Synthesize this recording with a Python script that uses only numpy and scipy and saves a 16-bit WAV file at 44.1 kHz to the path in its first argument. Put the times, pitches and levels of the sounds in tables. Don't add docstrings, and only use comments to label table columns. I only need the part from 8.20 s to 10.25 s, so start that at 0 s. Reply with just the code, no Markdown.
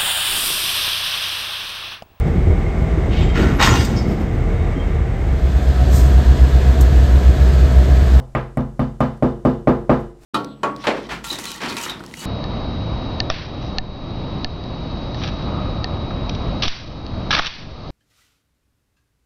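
import sys
import numpy as np
from scipy import signal
from scipy.fft import rfft, irfft
from scipy.io import wavfile

SR = 44100
rng = np.random.default_rng(int(sys.argv[2]) if len(sys.argv) > 2 else 0)


def voltage_ratio(level):
    return 10 ** (np.asarray(level, float) / 20)


def waveform_to_disk(signal):
    frames = np.transpose(np.atleast_2d(signal))
    scaled = np.clip(frames, -1, 1) * 32767
    samples = np.round(scaled).astype(np.int16)
    wavfile.write(sys.argv[1], SR, samples)


N = 90404
LEAD = SR // 10
RING = SR

# (time [s], tile level [dB], contact time [ms], panel level [dB], tick level [dB])
BLOWS = [
    (-.072, -9.5, 0.26, -24.5, -63),
    (0.1504, -12.5, 0.1, -18.5, -31),
    (0.3722, -12, 0.19, -12, -34),
    (0.5938, -12, 0.17, -10.5, -38),
    (0.8052, -6.5, 0.16, -9.5, -28.5),
    (1.0244, -4.5, 0.21, -9.5, -40.5),
    (1.2509, -4.5, 0.2, -8, -35),
    (1.4730, -2, 0.18, -7.5, -48),
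    (1.6948, -1.5, 0.17, -7.5, -41.5),
]
# (bright wash [dB], knock [dB], cavity [dB], upper panel [dB], clack [dB])
LANDINGS = [(-6.5, -3, 4.5, -4, 0), (-1, 2, -17, -1, 3.5), (-6.5, -5.5, -0.5, -10.5, 4.5),
            (-1.5, 1.5, -0.5, -12, 1), (3, 4, -0.5, -10.5, -6), (0.5, -17, 2, 0, -3), (2, 1.5, 2.5, -1, -4),
            (2.5, -3, 1, 1, 0), (4, -2.5, 0, -1.5, -3)]


def band(x, hz, width):
    return signal.lfilter(*signal.iirpeak(min(hz, .45 * SR), hz / width, fs=SR), x)


def twice(x, hz, width):
    return band(band(x, hz, width), hz, width)


def fade(t60):
    return np.exp(-np.log(1000) * np.arange(RING) / SR / t60)


def rise(seconds):
    return 1 - np.exp(-np.arange(RING) / SR / seconds)


def modes(table, degrees):
    t = np.arange(RING) / SR
    return sum(np.sign(side) * voltage_ratio(db) * np.cos(2 * np.pi * hz * t + np.radians(degrees)) * fade(t60)
               for hz, db, t60, side in table)


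def lay(sounds):
    out = np.zeros(LEAD + N + 2 * RING)
    for row, sound in zip(BLOWS, sounds):
        start = LEAD + int(row[0] * SR)
        out[start:start + len(sound)] += sound
    return out[LEAD:LEAD + N]


def push(contact_ms):
    t = np.arange(SR // 100) / (contact_ms * SR / 1000)
    force = (.6 * t) ** 2 * t * np.exp(-1.6 * t)
    return force / force.sum()


def flexing():
    # (frequency [Hz], level [dB], t60 [s], side of nodal line)
    deep_modes = [(45.3, -26, 0.91, 1), (48.6, -45.5, 0.13, 1), (66, -23.5, 0.43, -1), (83, -31, 0.38, 1)]
    # (frequency [Hz], level [dB], t60 [s], side of nodal line)
    stud_modes = [(128.32, -15, 0.44, 1)]
    return modes(deep_modes, 120) + modes(stud_modes, 205)


def panel():
    # (frequency [Hz], level [dB], t60 [s], side of nodal line)
    panel_modes = [(152.7, -9.5, 0.42, 1), (218.9, -5, 0.37, 1)]
    return modes(panel_modes, 140)


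def upper_panel():
    # (frequency [Hz], level [dB], t60 [s], side of nodal line)
    upper_modes = [(331.7, -8, 0.2, 1), (347.6, -12, 0.62, -1), (370.8, -16.5, 0.56, 1),
                   (417.4, -14.5, 0.36, 1), (450.4, -17, 0.57, 1), (468, -12, 0.43, 1)]
    return modes(upper_modes, 140)


def cavity():
    # (frequency [Hz], level [dB], t60 [s], side of nodal line)
    cavity_modes = [(252.7, 3, 0.24, 1), (248.1, -13, 0.18, -1)]
    return modes(cavity_modes, 105) * rise(0.017)


def tile():
    # (frequency [Hz], level [dB], t60 [s], side of nodal line)
    tile_modes = [(507.9, -10, .25, 1), (571, -11.5, 0.18, 1), (640.7, -14.5, 0.13, -1), (676, -24, 0.7, 1),
                  (675, -43, 0.49, 1), (850.7, -22, 0.47, -1), (886.5, -10, 0.12, 1),
                  (1027, -30.5, 0.45, -1), (1008.6, -22, 0.68, -1), (1071, -15, 0.17, 1),
                  (1223, -18, 0.6, -1), (1201, -12, 0.17, 1), (1257, -18, 0.12, -1), (1595, -24, 0.1, 1)]
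    longest_t60 = .36
    damped = [(hz, db, min(t60, longest_t60), side) for hz, db, t60, side in tile_modes]
    return modes(damped, 170) * rise(0.0096)


def thump(time):
    flush_s = 1.0
    pitch = .96 if time > flush_s else 1
    return modes([(632 * pitch, 4, 0.027, 1)], 170)


def knock():
    # (frequency [Hz], level [dB], t60 [s], side of nodal line)
    knock_modes = [(873.5, -12.5, 0.063, -1), (1062, -11, 0.079, 1), (1209.7, -6.5, 0.1, 1),
                   (1285, -18.5, 0.059, -1)]
    return modes(knock_modes, 170)


def clack():
    # (frequency [Hz], level [dB], t60 [s], side of nodal line)
    clack_modes = [(1918, -5, 0.048, -1), (2216, -4, .04, 1)]
    return modes(clack_modes, 170)


def dense(rise_s):
    # (frequency [Hz], level [dB], t60 [s])
    dense_curve = [(59.4, -41, 0.48), (186, -26, 0.35), (640, -22.5, 0.37), (1260, -20.5, 0.34),
                   (2040, -21, 0.33), (3470, -19.5, 0.23), (6000, -46, .35), (12700, -39.5, .4)]
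    hz, db, t60 = np.array(dense_curve).T
    out = 0
    for centre in 50 * 2 ** (np.arange(25) / 3):
        x = twice(rng.standard_normal(RING), centre, centre / 4)
        level = np.interp(np.log(centre), np.log(hz), db)
        decay = np.interp(np.log(centre), np.log(hz), t60)
        out = out + x / x.std() * voltage_ratio(level) * fade(decay)
    return voltage_ratio(6) * out * rise(rise_s)


def wall():
    dense_rise_s, split_hz = 0.0011, 470
    room = dense(dense_rise_s)
    low_pass = signal.butter(4, split_hz, fs=SR, output="sos")
    low = signal.sosfiltfilt(low_pass, room)
    deep, lower, air = flexing(), panel(), cavity()
    upper = upper_panel() + voltage_ratio(4.5) * low
    bright = tile() + (room - low) * rise(dense_rise_s)
    hard, collar = knock(), clack()
    panel_rise = rise(0.0014)

    def blow(row, landing):
        time, tile_db, contact_ms, panel_db, _ = row
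        _, knock_db, cavity_db, upper_db, clack_db = landing
        response = voltage_ratio(0.14 * (panel_db + 5)) * deep
        response = response + voltage_ratio(panel_db) * panel_rise * (lower + voltage_ratio(upper_db) * upper)
        response = response + voltage_ratio(panel_db + cavity_db) * air
        struck = bright + thump(time) + voltage_ratio(knock_db) * hard + voltage_ratio(clack_db) * collar
        response = response + voltage_ratio(tile_db) * struck
        return signal.fftconvolve(response, push(contact_ms))

    return voltage_ratio(0.5) * lay(blow(row, landing) for row, landing in zip(BLOWS, LANDINGS))


def crackle():
    return rng.standard_normal(RING) * voltage_ratio(2.2 * rng.exponential(size=RING))


def steel(x):
    # (frequency [Hz], width [Hz], level [dB])
    head_bands = [(1575, 80, -6.5), (2090, 150, 0.5), (3013, 440, 3.5), (3550, 340, -1), (4640, 300, -19.5),
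                  (7350, 550, -12), (10600, 4000, -18.5)]
    ring = sum(voltage_ratio(db) * twice(x, hz, width) for hz, width, db in head_bands)
    return twice(x, 3530, 2880) + ring


def tick():
    wash = fade(0.39) * rise(0.0013)

    def contact(tick_db, wash_db):
        direct = twice(crackle() * fade(0.0076), 8800, 7000)
        echo = steel(crackle() * wash)
        return voltage_ratio(tick_db - 2.5) * direct + voltage_ratio(-33 + wash_db - 6.5) * echo

    return lay(contact(row[4], landing[0]) for row, landing in zip(BLOWS, LANDINGS))


def floor():
    # (frequency [Hz], level [dB per Hz])
    floor_curve = [(30, 3), (100, 1.5), (360, -8.5), (1000, -20.5), (3000, -32.5), (7500, -30),
                   (11500, -38), (16000, -47.5)]
    f = np.maximum(np.arange(N // 2 + 1) * SR / N, 1)
    hz, db = np.array(floor_curve).T
    spectrum = voltage_ratio(np.interp(np.log(f), np.log(hz), db))
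    x = irfft(rfft(rng.standard_normal(N)) * spectrum, N)
    return x / x.std() * voltage_ratio(-49.5)


def scuffs():
    # (time [s], level [dB], rise [s], fall [s])
    scuff_events = [
        (1.805, -66, .012, .015),
        (.975, -68, .004, .008),
        (2.032, -61, .022, .05),
    ]
    t = np.arange(N) / SR
    envelope = sum(voltage_ratio(db) * np.exp(-np.where(t < s, (s - t) / attack, (t - s) / release))
                   for s, db, attack, release in scuff_events)
    grain = rng.standard_normal(N) * voltage_ratio(2.5 * rng.exponential(size=N))
    rub = voltage_ratio(4.0) * band(grain, 4940, 7000)
    rub = rub + voltage_ratio(13) * band(grain, 670, 1200) + voltage_ratio(24) * band(grain, 150, 100)
    return envelope * rub


def gate():
    shuts_s, opens_s, slew_s, depth_db = 1.91, 1.995, .02, -8
    t = np.arange(N) / SR
    shut = np.tanh((t - shuts_s) / slew_s) - np.tanh((t - opens_s) / (6.3 * slew_s))
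    return voltage_ratio(depth_db * shut / 2)


def scene():
    return (wall() + tick() + floor() + scuffs())[None]


def top_cut(x):
    return signal.sosfilt(signal.butter(12, 15800, fs=SR, output="sos"), x)


def record(dry):
    gain = gate()
    x = gain * dry + (1 - gain) * band(dry, 740, 3600)
    return top_cut(np.tanh(.8 * x) / .8)


dry = scene()
out = record(dry)
waveform_to_disk(out)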